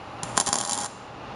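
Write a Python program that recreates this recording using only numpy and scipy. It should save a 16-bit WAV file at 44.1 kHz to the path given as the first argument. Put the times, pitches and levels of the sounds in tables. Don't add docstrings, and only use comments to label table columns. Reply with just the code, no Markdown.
import sys
import numpy as np
from scipy import signal
from scipy.fft import rfft, irfft
from scipy.io import wavfile
from scipy.ndimage import uniform_filter1d

SR = 44100
rng = np.random.default_rng(int(sys.argv[2]) if len(sys.argv) > 2 else 0)


def wav_out(sig):
    wavfile.write(sys.argv[1], SR, np.round(np.clip(np.atleast_2d(sig).T, -1, 1) * 32767).astype(np.int16))


N = 59535

# frequency_hz, level_db (relative)
CRACK_SPECTRUM = [(300,-28),(1500,-8),(2100,-10.5),(2950,-4),(3200,7),(3800,-1),(4100,7),(4350,-5.5),(4600,6.5),(5050,1),(5350,6.5),(5750,3),(6300,8.5),(6780,0.5),(6980,13),(7400,13),(7700,-3),(8350,7.5),(8650,-1.5),(8900,7.5),(9600,2),(10100,8.5),(10500,3.5)]


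def amp(db):
    return 10 ** (np.asarray(db) / 20)


def evened(x):
    return x / np.sqrt(np.mean(x ** 2) + 1e-20)


def unit(x):
    return x / np.linalg.norm(x)


def read(points, hz):
    f, value = np.transpose(points)
    return np.interp(np.log(hz + 1), np.log(f + 1), value)


def level(points):
    time_s = np.arange(N) / SR
    return amp(np.interp(time_s, *np.transpose(points)))


def add(mix, start_s, sound):
    part = mix[round(start_s * SR):][:len(sound)]
    part += sound[:len(part)]


def through(x, response):
    return signal.fftconvolve(x, response)[:len(x)]


def colour(points, size=4096):
    log_gain = np.log(amp(read(points, abs(np.fft.fftfreq(size, 1 / SR)))))
    spectrum = np.exp(np.conj(signal.hilbert(log_gain)))
    return np.fft.ifft(spectrum).real[:size // 2]


def noise(points):
    return evened(through(rng.standard_normal(N), colour(points)))


def flatten(x, size):
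    spectrum = rfft(x, 2 * len(x))
    broad_power = uniform_filter1d(abs(spectrum) ** 2, size)
    return unit(irfft(spectrum / np.sqrt(broad_power + 1e-12))[:len(x)])


def tinted(x, spread_db, count=24):
    spectrum = rfft(x, 2 * len(x))
    place = np.linspace(0, count - 1, len(spectrum))
    tint = np.interp(place, np.arange(count), rng.standard_normal(count))
    return unit(irfft(spectrum * amp(spread_db * tint))[:len(x)])


def wander(size):
    once = uniform_filter1d(rng.standard_normal(N), size)
    return evened(uniform_filter1d(once, size))


def machines():
    # (per Hz, relative)
    fan_spectrum = [(20,-1.5),(50,-0.5),(120,-0.5),(160,-3),(240,0.5),(390,-3.5),(620,-1),(705,-4.5),(820,3.5),(930,-2.5),(1250,-3),(1650,-12),(2300,-15.5),(2800,-11),(3150,-19),(4000,-20),(6500,-31),(10500,-46.5)]
    # time_s, level_db (rms)
    fan_level = [(0,-40),(.15,-39.5),(.3,-35),(.6,-45.5),(.9,-42),(1.15,-41),(1.3,-37.5),(1.35,-38.5)]
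    # time_s, level_db (rms)
    hum_level = [(0,-53.5),(.22,-54.5),(.25,-43),(.34,-44),(.42,-61),(.9,-58.5),(1.35,-52)]
    hum_hz = 118.9
    hum = np.sqrt(2) * np.sin(2 * np.pi * (hum_hz * np.arange(N) / SR + rng.random()))
    return level(fan_level) * noise(fan_spectrum) + level(hum_level) * hum


def workshop(x):
    # frequency_hz, t60_s
    room_decay = [(100,0.62),(1000,0.2),(4000,1),(10000,0.53)]
    bench_db, bench_decay_s, tail_db = -8.5, 0.0048, -15
    t = np.arange(SR) / SR
    reflections = rng.standard_normal(SR) * np.exp(-t / bench_decay_s) * (t > .002)
    bench = flatten(reflections[:SR // 20], size=60)
    late_noise = rng.standard_normal(SR) * (t > .009)
    hz, when_s, grid = signal.stft(late_noise, SR, nperseg=256)
    decay = amp(-60 * when_s / read(room_decay, hz)[:, None])
    tail = unit(signal.istft(grid * decay, SR, nperseg=256)[1])
    return x + amp(bench_db) * through(x, bench) + amp(tail_db) * through(x, tail)


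def frame(drive):
    # frequency_hz, level_db (relative), t60_s
    modes = [(597,-18.5,0.12),(787.2,-5.5,0.1),(826.6,-2.5,0.077),(919,-10.5,.18),(1115,-13.5,0.22),(1226,-15,.18)]
    ring_db = -36
    t = np.arange(SR // 2) / SR
    ring = 0
    for hz, mode_db, t60_s in modes:
        ring = ring + amp(mode_db - 60 * t / t60_s) * np.sin(2 * np.pi * (hz * t + rng.random()))
    return amp(ring_db) * through(drive, ring)


def puffs():
    # start_s, level_db
    gas_puffs = [(0.2353,-24),(0.24,-44),(.4889,-26.5)]
    puff_s = 0.00089
    out = np.zeros(N)
    u = np.arange(SR // 20) / SR / puff_s
    wave = -np.e * u * (2 - u) * np.exp(-u)
    for start_s, level_db in gas_puffs:
        add(out, start_s, amp(level_db) * wave)
    return out


def singing():
    # time_s, lower_tone_db (rms), upper_tone_db (rms), both before flutter
    tone_levels = np.array([(.2,-60,-70),(.29,-50,-64),(.34,-55,-60),(.40,-45,-54),(.44,-49,-60),(.475,-40,-56),(.56,-43.5,-56),(.68,-45,-58),(.73,-41,-42),(.79,-39,-44),(.82,-43,-50),(.865,-43,-54),(.90,-62,-68)])
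    tones_hz, rise_hz_per_s, centre_s = (822, 928), 45, .65
    waver_hz, flutter_db = 9, 3
    t = np.arange(N) / SR
    out = np.zeros(N)
    for k, hz in enumerate(tones_hz):
        pitch_hz = hz + rise_hz_per_s * (t - centre_s) + waver_hz * wander(size=400)
        loudness = level(tone_levels[:, [0, k + 1]]) * amp(flutter_db * wander(size=260))
        out += loudness * np.sin(2 * np.pi * np.cumsum(pitch_hz) / SR)
    return np.sqrt(2) * out


def burn():
    # time_s, level_db (added to the three levels below)
    arc_level = [(.228,-31),(.236,-8.5),(.30,-9.5),(.35,-12),(.37,2.5),(.42,-6.5),(.455,-40),(.47,7),(.51,-4),(.55,-3),(.66,-4.5),(.76,-1.5),(.80,0),(.865,0),(.88,-43)]
    # (per Hz, relative)
    roar_spectrum = [(30,-31),(100,-1),(170,-2.5),(280,2.5),(450,-7),(800,1),(1300,-4.5),(1700,-4),(2300,-15.5),(9000,-44)]
    spatter_per_s, spatter_spread_db = 150, 2
    spatter_db, hiss_db, roar_db = -45.5, -37, -38
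    sizes = amp(spatter_spread_db * np.minimum(rng.exponential(1, N), 3.5))
    clicks = sizes * (rng.random(N) < spatter_per_s / SR)
    spatter = amp(spatter_db) * evened(through(clicks, colour(CRACK_SPECTRUM)))
    hiss = amp(hiss_db) * noise(CRACK_SPECTRUM)
    roar = amp(roar_db) * noise(roar_spectrum)
    return level(arc_level) * (spatter + hiss + roar)


def pops(size=512):
    # start_s, crack_db, body_db (each before its spectrum is applied)
    arc_pops = [(0.2329,-19.5,-27),(0.3707,-21.5,-37),(0.3766,-10,-12),(0.3865,-31,-49),(0.4003,-11,-21),(0.4103,-16.5,-23.5),
                (0.463,-22,-60),(0.4689,-22,-45),(0.4722,-19,-24),(0.4786,-21,-31.5),(0.4888,-20,-27.5),(.529,-12,-18),(0.5418,-18,-24),(0.5561,-16,-22.5),
                (0.5665,-25,-51),(0.5772,-29,-28.5),(.5855,-18,-27.5),(0.5953,-29,-38),(.6024,-23.5,-27.5),(.6117,-18,-28),(0.6271,-29.5,-29.5),
                (0.6364,-26,-26.5),(0.6502,-22,-34),(0.6611,-29,-30),(0.6753,-25,-41),(0.6857,-29,-33.5),(0.6949,-18.5,-28),(0.7002,-24,-37),
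                (.7108,-20,-38),(.7207,-19,-28.5),(0.7319,-16,-40),(0.7436,-24,-33),(.7529,-24,-43),(0.768,-35,-35.5),(0.7767,-21.5,-30.5),
                (0.787,-24,-43),(0.8034,-24,-44),(0.8119,-26,-37),(.8219,-29,-50),(0.8347,-26,-31.5),(0.8447,-25,-31),(0.8535,-34,-38),(0.8602,-25,-39.5)]
    # frequency_hz, level_db (relative)
    body_spectrum = [(30,-31),(100,-16.5),(180,-3.5),(290,2),(450,-4),(620,1),(850,4),(1100,2),(1650,-2.5),(2050,-13.5),(3500,-28),(9000,-42.5)]
    crack_scatter_s, crack_direct = 0.0013, 0.96
    body_scatter_s, body_direct = 0.0011, 0.51
    alike = 0.35
    pop_colour_db = 2.5
    t = np.arange(size) / SR
    cracks, bodies = np.zeros(N), np.zeros(N)
    common = rng.standard_normal(size)
    scale = np.sqrt(.002 * SR)
    for start_s, crack_db, body_db in arc_pops:
        scatter = np.sqrt(alike) * common + np.sqrt(1 - alike) * rng.standard_normal(size)
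        crack = crack_direct * (t == 0) + unit(scatter * np.exp(-t / crack_scatter_s))
        body = body_direct * (t == 0) + unit(scatter * np.exp(-t / body_scatter_s))
        crack = tinted(flatten(crack, size=10), pop_colour_db)
        add(cracks, start_s, amp(crack_db) * scale * crack)
        add(bodies, start_s, amp(body_db) * scale * flatten(body, size=3))
    cracks = through(cracks, unit(colour(CRACK_SPECTRUM)))
    return cracks, through(bodies, unit(colour(body_spectrum)))


def scene():
    cracks, bodies = pops()
    arc = cracks + bodies + burn()
    drive_limit = 0.19
    ring = frame(drive_limit * np.tanh(arc / drive_limit))
    reverberant = workshop(arc + ring + puffs())
    return (reverberant + singing() + machines())[None]


def record(dry):
    # frequency_hz, level_db
    microphone = [(15,-31),(40,-6.5),(80,-0.5),(7100,0.5),(7700,-4.5),(7900,-15),(8120,-2),(8400,-0.5),(10500,2.5),(10900,-9.5),(11200,-29.5),(11600,-42)]
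    overload, edge_hz = 1, 11900
    heard = through(dry[0], colour(microphone))
    heard = heard / (1 + (heard / overload) ** 6) ** (1 / 6)
    low_pass = signal.firwin(255, edge_hz, window=("kaiser", 8), fs=SR)
    return signal.fftconvolve(heard, low_pass, "same")[None]


dry = scene()
out = record(dry)
wav_out(out)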